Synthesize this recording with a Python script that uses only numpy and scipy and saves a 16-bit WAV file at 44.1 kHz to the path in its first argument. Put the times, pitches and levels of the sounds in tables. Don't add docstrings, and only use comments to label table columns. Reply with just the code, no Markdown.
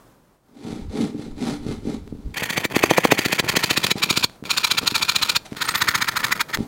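import sys
import numpy as np
from scipy import signal
from scipy.fft import rfft, irfft
from scipy.io import wavfile
from scipy.ndimage import uniform_filter1d, map_coordinates

SR = 44100
rng = np.random.default_rng(int(sys.argv[2]) if len(sys.argv) > 2 else 0)


def transcribe(signal):
    frames = np.atleast_2d(signal).T
    limited = np.clip(frames, -1, 1)
    pcm = np.round(limited * 32767).astype(np.int16)
    wavfile.write(sys.argv[1], SR, pcm)


N = 294491
TIME = np.arange(N) / SR
TAPS = 4096
FREQ = np.maximum(np.arange(TAPS // 2 + 1) * SR / TAPS, 1)
TOP_HZ = 15850

# frequency in Hz, relative level in dB.
YARD_TONE = [(15, -44), (25, -10), (81, -21), (128, -12), (1180, -24.5), (2500, -37), (12400, -41.5),
             (15000, -42)]
# time in seconds, level in dB.
YARD_LOUDNESS = [(0, -48.5), (.22, -57.5), (.4, -59.5), (2.3, -56.5), (6.68, -46)]
# middle in seconds, length in seconds, level in dB.
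RUMBLE_SWELLS = [(.84, 0.17, -34.5), (1.32, 0.074, -31.5), (1.8, 0.74, -39), (2.275, 0.039, -26.5),
                 (6.61, 0.044, -31)]
# time in seconds, peak in dB before a common trim.
PANEL_BUMPS = [(0.647, -22), (0.725, -17.5), (1.145, -20), (1.192, -18), (1.663, -14), (1.688, -13.5),
               (1.87, -14.5), (2.123, -18), (2.148, -27), (3.954, -16), (4.423, -23), (4.83, -21.5),
               (4.918, -19), (5.519, -18.5), (6.585, -16), (6.603, -15.5), (6.625, -24)]
# time in seconds, peak in dB before a common trim.
SHARP_TICKS = [(2.0761, -27.5), (4.2964, -22.5), (4.4383, -18), (5.5286, -19), (5.5486, -22), (6.572, -8)]
# frequency in Hz, width in Hz, relative level in dB.
BENDING_MODES = [(138, 69, -7.5), (223, 50, 3.5), (290, 16, 4), (418, 36, -2), (526, 90, -40)]
# middle in seconds, length in seconds,
# panel drone in dB and rasp in dB, both before a common trim.
LIGHT_STROKES = [(0.713, 0.25, -33, -43.5), (1.006, 0.14, -21.5, -34.5), (1.223, 0.17, -32.5, -46),
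                 (1.478, 0.15, -23, -32.5), (1.703, 0.13, -28, -39.5), (1.899, 0.12, -27, -40.5),
                 (2.155, 0.71, -44.5, -58.5), (3.966, 0.024, -35, -32), (4.34, 0.049, -71, -49),
                 (5.46, 0.018, -67, -36), (5.525, 0.036, -63, -44), (6.608, 0.08, -29, -43.5)]
# frequency in Hz, relative level in dB.
RASP_TONE = [(620, 5.5), (820, 9), (950, 6), (1080, -1), (1370, 3), (1560, -6.5), (2050, 0.5), (2800, -6),
             (4000, -3), (5000, -7), (7000, -10.5), (10000, -14.5), (15000, -32)]
# start in seconds, length in seconds,
# centre pitch in Hz, peak in dB.
BLADE_SQUEAKS = [(5.652, 0.024, 8700, -31), (5.686, 0.047, 8400, -32), (5.754, 0.061, 13800, -31)]
# time in seconds,
# level of its knocks in dB before stroke strength and trim.
PANEL_LOOSENESS = [(2.48, -24), (2.58, -9), (2.66, -10), (2.77, 4), (3.12, 0), (3.19, -11), (3.57, -12),
                   (4.24, -17), (4.58, -31), (6.55, -26)]
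# middle in seconds, length in seconds, level in dB.
BLADE_CATCHES = [(2.421, .008, -24), (2.745, 0.014, -25.5), (3.447, 0.034, -24.5), (3.545, 0.024, -25),
                 (4.83, 0.031, -35.5)]
# frequency in Hz before a random detuning,
# width in Hz, relative level in dB.
JOLT_MODES = [(152.5, 120, -4.5), (400, 190, 0), (517, 155, -1.5), (1000, 670, 1), (1450, 334, -6)]
# peak of the push in seconds, strength in dB.
SPED_UP_STROKES = [(2.379, -6.5), (2.439, -4), (2.505, -3.5), (2.578, -2.5), (2.652, -2), (2.765, -0.5),
                   (2.838, 0), (2.911, -0.5), (2.982, 1), (3.0516, 2), (3.1215, 2.5), (3.190, -1),
                   (3.260, -0.5), (3.3296, -1), (3.398, .5), (3.496, -1), (3.570, 2), (3.641, -0.5),
                   (3.710, 0), (3.777, -1), (3.845, -0.5), (3.915, 0), (4.038, .5), (4.108, 2),
                   (4.174, 1.5), (4.2437, 1), (4.512, -1.5), (4.581, 0.5), (4.650, 1.5), (4.7178, 1),
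                   (4.786, 0.5), (4.878, 1), (4.961, .5), (5.029, -0.5), (5.097, -.5), (5.164, 0),
                   (5.231, 0), (5.299, -2), (5.365, -.5), (5.624, -4.5), (5.691, -3), (5.757, -1.5),
                   (5.822, .5), (5.889, 2), (5.956, 1), (6.023, -0.5), (6.090, -0.5), (6.173, -0.5),
                   (6.247, -.5), (6.324, 0), (6.413, -1), (6.549, -3)]
# time in seconds, stage (0 early, 1 midway, 2 late).
CUT_PROGRESS = [(3.1, 0.035), (3.6, 0.33), (3.8, 0.76), (4.1, 1), (5.35, 1.05), (5.65, 1.58), (5.9, 1.94)]
# scrape in dB, bite in dB.
STAGE_LEVELS = [(-16.5, -19.5), (-19, -13.5), (-16, -19)]
# frequency in Hz, relative level in dB.
EARLY_OUTLINE = [(300, -12), (700, -7), (950, -5.5), (1400, -7.5), (1900, 4), (2300, -2.2), (2900, -11.5),
                 (3500, -6), (4200, -19), (5000, -17), (5700, -15), (6800, -19), (9000, -15),
                 (15000, -15.5)]
MIDWAY_OUTLINE = [(300, -27), (700, -14.5), (950, -4.5), (1400, -7.5), (1900, -16), (2300, -10.5),
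                  (2900, -8), (3500, -0.2), (4200, -0.5), (5000, -4), (5700, -13), (6800, -13), (9000, -15),
                  (15000, -17.5)]
LATE_OUTLINE = [(300, -20.5), (700, -20), (950, -4), (1400, 2), (1900, -2.5), (2300, -7), (2900, -10.5),
                (3500, -5.5), (4200, -9.5), (5000, -7), (5700, -16.5), (6800, -15), (9000, -15.5),
                (15000, -12)]
# frequency in Hz, width in Hz, lift in dB.
EARLY_RESONANCES = [(1870, 160, 3), (2420, 260, 6), (3020, 450, 9.5), (3500, 340, 3), (4520, 150, 9.5),
                    (4570, 220, 7), (6193, 140, 15), (6770, 330, 8.5), (7380, 160, 12.5)]
MIDWAY_RESONANCES = [(1409, 131, 6.9), (1920, 110, 3.1), (2416, 386, 15.4), (2950, 270, 1),
                     (4220, 600, 2.3), (4898, 310, 1.7), (5610, 230, 4.2), (5900, 220, 3.8),
                     (6970, 440, 9.7)]
LATE_RESONANCES = [(970, 160, 1.47), (1259, 83.5, 3.6), (1924, 330, 6.2), (2322, 274, 7.9),
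                   (3138, 200, 2.5), (4200, 140, 1.4), (4391, 192, 4), (6400, 390, 11.7), (8000, 55.4, 5.5)]

PUSH_S, GRIP_S = 0.0205, 0.0044
TURN_S, LONGEST_PULL_S, FIRST_PULL_S = 0.011, 0.068, 2.338
BEAT_S, LATE_S = 0.07, 0.03
REST_STRETCH, REST_PULL_DB, REST_KNOCK_DB = 0.12, -6, -7


def undb(db):
    return 10 ** (np.asarray(db) / 20)


def rms(x):
    return np.sqrt(np.mean(x ** 2))


def ramp(x):
    return np.clip(x, 0, 1)


def curve(rows):
    times, values = np.transpose(rows)
    return np.interp(TIME, times, values)


def walk(rate):
    corners = rng.standard_normal(N // 10)
    return 1.2 * np.interp(TIME * rate, np.arange(N // 10), corners)


def swells(rows, fade_db):
    level = np.zeros(N)
    for middle, length, db in rows:
        near = np.abs(TIME - middle) < 2 * length
        position = 2 * (TIME[near] - middle) / length
        level[near] += undb(db - fade_db * position ** 2)
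    return level


def colour(points, peaks=()):
    hz, db = np.transpose(points)
    outline = np.interp(np.log(FREQ), np.log(hz), db)
    lifts = sum(lift / (1 + (2 * (FREQ - f) / width) ** 2) for f, width, lift in peaks)
    return undb(outline + lifts)


def modes(rows):
    power = 0
    for f, width, db in rows:
        detuning = (FREQ ** 2 - f ** 2) / (FREQ * width)
        power = power + undb(2 * db) / (1 + detuning ** 2)
    return np.sqrt(power)


def below(hz, order=4):
    return 1 / np.sqrt(1 + (FREQ / hz) ** (2 * order))


def above(hz, order=4):
    return 1 / np.sqrt(1 + (hz / FREQ) ** (2 * order))


def response(gain):
    cepstrum = irfft(np.log(gain + gain.max() * 1e-5))
    cepstrum[1:TAPS // 2] *= 2
    cepstrum[TAPS // 2 + 1:] = 0
    return irfft(np.exp(rfft(cepstrum)))


def ring(force, gain):
    return signal.oaconvolve(force, response(gain / rms(gain)))[:N]


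def decaying_noise(t, t60):
    tail = rng.standard_normal(len(t)) * undb(-60 * t / t60)
    return tail / np.linalg.norm(tail)


def ring_on(sound, t60=0.042, ring_db=-11):
    tail = decaying_noise(TIME[:2 * TAPS], t60)
    ringing = signal.oaconvolve(sound, tail)[:N]
    return (sound + undb(ring_db) * ringing) / np.hypot(1, undb(ring_db))


def add(out, s, sound, db):
    start = int(s * SR)
    part = out[start:start + len(sound)]
    scaled = undb(db) * sound / np.abs(sound).max()
    part += scaled[:len(part)]


def grains(rate, spread_db, smooth):
    happens = rng.random(N) < rate / SR
    size = undb(spread_db * np.clip(rng.standard_normal(N), -2, 2))
    snaps = happens * rng.choice([-1, 1], N) * size
    force = snaps / rms(snaps) + smooth * rng.standard_normal(N)
    return force / rms(force)


def yard(waver_db=4):
    air = ring(rng.standard_normal(N), colour(YARD_TONE))
    air = air * undb(curve(YARD_LOUDNESS) + walk(26))
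    rumble_tone = colour([(12, 1), (30, 2.5), (80, 3.5), (140, -5.0), (400, -20), (1500, -83)])
    rumble = ring(rng.standard_normal(N), rumble_tone)
    swell = swells(RUMBLE_SWELLS, fade_db=5.5) * undb(waver_db * np.tanh(walk(22)))
    return air + swell * rumble


def walls(sound, t60=0.26, echo_db=-26):
    tail = decaying_noise(TIME[:SR // 3], t60)
    echo = signal.oaconvolve(sound, tail)[:N]
    return sound + undb(echo_db) * ring(echo, below(9600, order=1))


def small_hits(bump_trim_db=-1, tick_trim_db=-2):
    out = np.zeros(N)
    panel = modes(list(BENDING_MODES) + [(130, 40, 0.5)])
    bump = response(panel * below(496, order=3))
    for s, db in PANEL_BUMPS:
        add(out, s + 0.0019, bump, db + bump_trim_db)
    tick = response(colour([(200, 7), (1700, 1.0), (14000, -23.0)]))
    for s, db in SHARP_TICKS:
        add(out, s + 0.00126, tick, db + tick_trim_db)
    return out


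def rubbing(drone_trim_db=-1, rasp_trim_db=0):
    s, length, drone_db, rasp_db = np.transpose(LIGHT_STROKES)
    drone_level = swells(zip(s, length, drone_db + drone_trim_db), fade_db=8)
    rasp_level = swells(zip(s, length, rasp_db + rasp_trim_db), fade_db=9.5)
    friction = grains(rate=2500, spread_db=0.5, smooth=0.89) * undb(2.85 * walk(150))
    bending = modes(BENDING_MODES) * below(456, order=3) * above(117, order=2)
    drone = ring(friction * drone_level, bending)
    scratches = grains(rate=1400, spread_db=6.5, smooth=0.82) * undb(2 * walk(120))
    rasp = ring(scratches * rasp_level, colour(RASP_TONE) * above(510, order=2))
    return drone + ring_on(rasp, t60=0.27, ring_db=-4.5)


def squeaks():
    out = np.zeros(N)
    for s, length, hz, db in BLADE_SQUEAKS:
        count = int(length * SR)
        pitch = hz * (1 + 0.011 * walk(920)[:count])
        tone = np.sin(2 * np.pi * np.cumsum(pitch) / SR)
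        add(out, s, np.hanning(count) * tone, db)
    return out


def fluttering(moving, flutter_db=-35, follows=0.21):
    shake = undb(flutter_db + follows * curve(PANEL_LOOSENESS)) + swells(BLADE_CATCHES, fade_db=7.5)
    motion = uniform_filter1d(1.0 * moving, size=900)
    flutter = grains(rate=150, spread_db=2.5, smooth=0.28) * motion * shake
    tone = colour([(35, -23.5), (130, -1.5), (350, -3.5), (700, -10.5), (2500, -20.5), (8000, -78)])
    return ring(flutter, tone)


def from_rest():
    gaps = np.diff(np.array(SPED_UP_STROKES)[:, 0], prepend=0)
    return ramp((gaps - BEAT_S) / LATE_S)


def knocks(knock_trim_db=1, contact_hz=950, hardening=0.075, bounce_s=0.00499, bounce_db=-11, bounce_hz=450):
    out = np.zeros(N)
    times, strength_db = np.transpose(SPED_UP_STROKES)
    loose_db = np.interp(times, *np.transpose(PANEL_LOOSENESS))
    jolts = loose_db + strength_db + REST_KNOCK_DB * from_rest()
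    for s, db in zip(times, jolts):
        detuned = [(f * np.exp(rng.uniform(-0.4, 0.38)), width, mode_db) for f, width, mode_db in JOLT_MODES]
        body = modes(detuned) * above(114, order=2)
        contact = below(contact_hz * np.exp(hardening * (db - 4.5)), order=2)
        add(out, s + 0.00047, response(body * contact), db + knock_trim_db)
        delay = bounce_s * (0.5 + rng.random())
        add(out, s + delay, response(body * below(bounce_hz, order=2)), db + bounce_db)
    return out


def stroke_cycle(pull_attack=0.26, pull_hold=0.39, pull_fade_db=18):
    peaks, strength_db = np.transpose(SPED_UP_STROKES)
    turns = peaks[:-1] + TURN_S
    stroke = np.searchsorted(turns, TIME)
    rest = from_rest()
    stretch = 1 + REST_STRETCH * rest
    start = np.maximum(np.r_[FIRST_PULL_S, turns], peaks - LONGEST_PULL_S)
    pull_length = peaks - PUSH_S * stretch - start
    share = (TIME - start[stroke]) / pull_length[stroke]
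    pull_db = REST_PULL_DB * rest[stroke] - pull_fade_db * ramp(share - pull_hold)
    pull = ramp(share / pull_attack) * (share < 1) * undb(pull_db)
    age = (TIME - peaks[stroke]) / stretch[stroke]
    return age, undb(strength_db)[stroke], pull


def push(age, rise_db_per_s, hold_s, stop_s):
    grip = ramp((age + PUSH_S) / GRIP_S)
    pressure = undb(rise_db_per_s * np.minimum(age + hold_s, 0))
    return grip * pressure * ramp(1 - age / stop_s)


def teeth(rate):
    passed = np.cumsum(rate / SR)
    depths = undb(7.8 * np.clip(rng.standard_normal(N), -2, 1))
    crossing = np.diff(np.floor(passed), prepend=0)
    pulses = crossing * depths[passed.astype(int)] / np.sqrt(rate)
    return pulses / rms(pulses)


def flex(sound, drift_s=0.000507, rate=22):
    return map_coordinates(sound, [(TIME + drift_s * walk(rate)) * SR], mode="nearest")


def sawing(tooth_hz=4150, split_hz=2900, hiss_hz=6500, hiss_db=-3.5, pull_db=-28, pull_follows=0.26,
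           slowing=0.45):
    age, strength, pull = stroke_cycle()
    speed = (1 - ramp(slowing) * ramp((age / PUSH_S) ** 2)) * (1 + 0.03 * walk(150))
    tooth_rate = tooth_hz * speed * np.exp(0.06 * walk(1500))
    tearing = 0.5 * teeth(tooth_rate) + 0.91 * grains(rate=7000, spread_db=4, smooth=0.75)
    cut = tearing * undb(0.97 * walk(350)) * strength
    skip = grains(rate=1100, spread_db=5.0, smooth=0.73) * undb(2.77 * walk(220))
    scraping = cut * push(age, rise_db_per_s=600, hold_s=0.002, stop_s=0.0099)
    biting = cut * push(age, rise_db_per_s=1262, hold_s=0.00017, stop_s=0.0071)
    hissing = cut * push(age, rise_db_per_s=1650, hold_s=0.0035, stop_s=0.011)
    pulling = skip * pull * undb(pull_db) * strength ** pull_follows
    pull_tone = colour([(900, 1.3), (2400, -0.24), (4500, -2.2)])
    treble_forces = [(biting, below(hiss_hz, order=6)), (undb(hiss_db) * hissing, above(hiss_hz, order=6))]

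    out = np.zeros(N)
    progress = curve(CUT_PROGRESS)
    stages = [(EARLY_OUTLINE, EARLY_RESONANCES), (MIDWAY_OUTLINE, MIDWAY_RESONANCES),
              (LATE_OUTLINE, LATE_RESONANCES)]
    for stage, (outline, resonances) in enumerate(stages):
        scrape_db, bite_db = STAGE_LEVELS[stage]
        weight = np.sqrt(np.clip(1 - np.abs(progress - stage), 0, 1))
        body = colour(outline, resonances) * above(280, order=2)
        treble = body * above(split_hz, order=8)
        sound = undb(scrape_db) * ring(weight * scraping, body * below(split_hz, order=8))
        for force, band in treble_forces:
            band_share = rms(treble * band) / rms(treble)
            sound += undb(bite_db) * ring(weight * force, treble * band) * band_share
        sound += ring(weight * pulling, body * pull_tone)
        out += ring_on(sound)
    moving = np.abs(pulling) + np.abs(biting) > 0
    return flex(out) + fluttering(moving)


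def scene():
    saw = walls(sawing() + knocks())
    return (yard() + small_hits() + rubbing() + squeaks() + saw)[None]


def record(dry):
    top_cut = signal.ellip(10, 0.2, 70, TOP_HZ, fs=SR, output="sos")
    return signal.sosfilt(top_cut, np.clip(dry, -1, 1))


dry = scene()
out = record(dry)
transcribe(out)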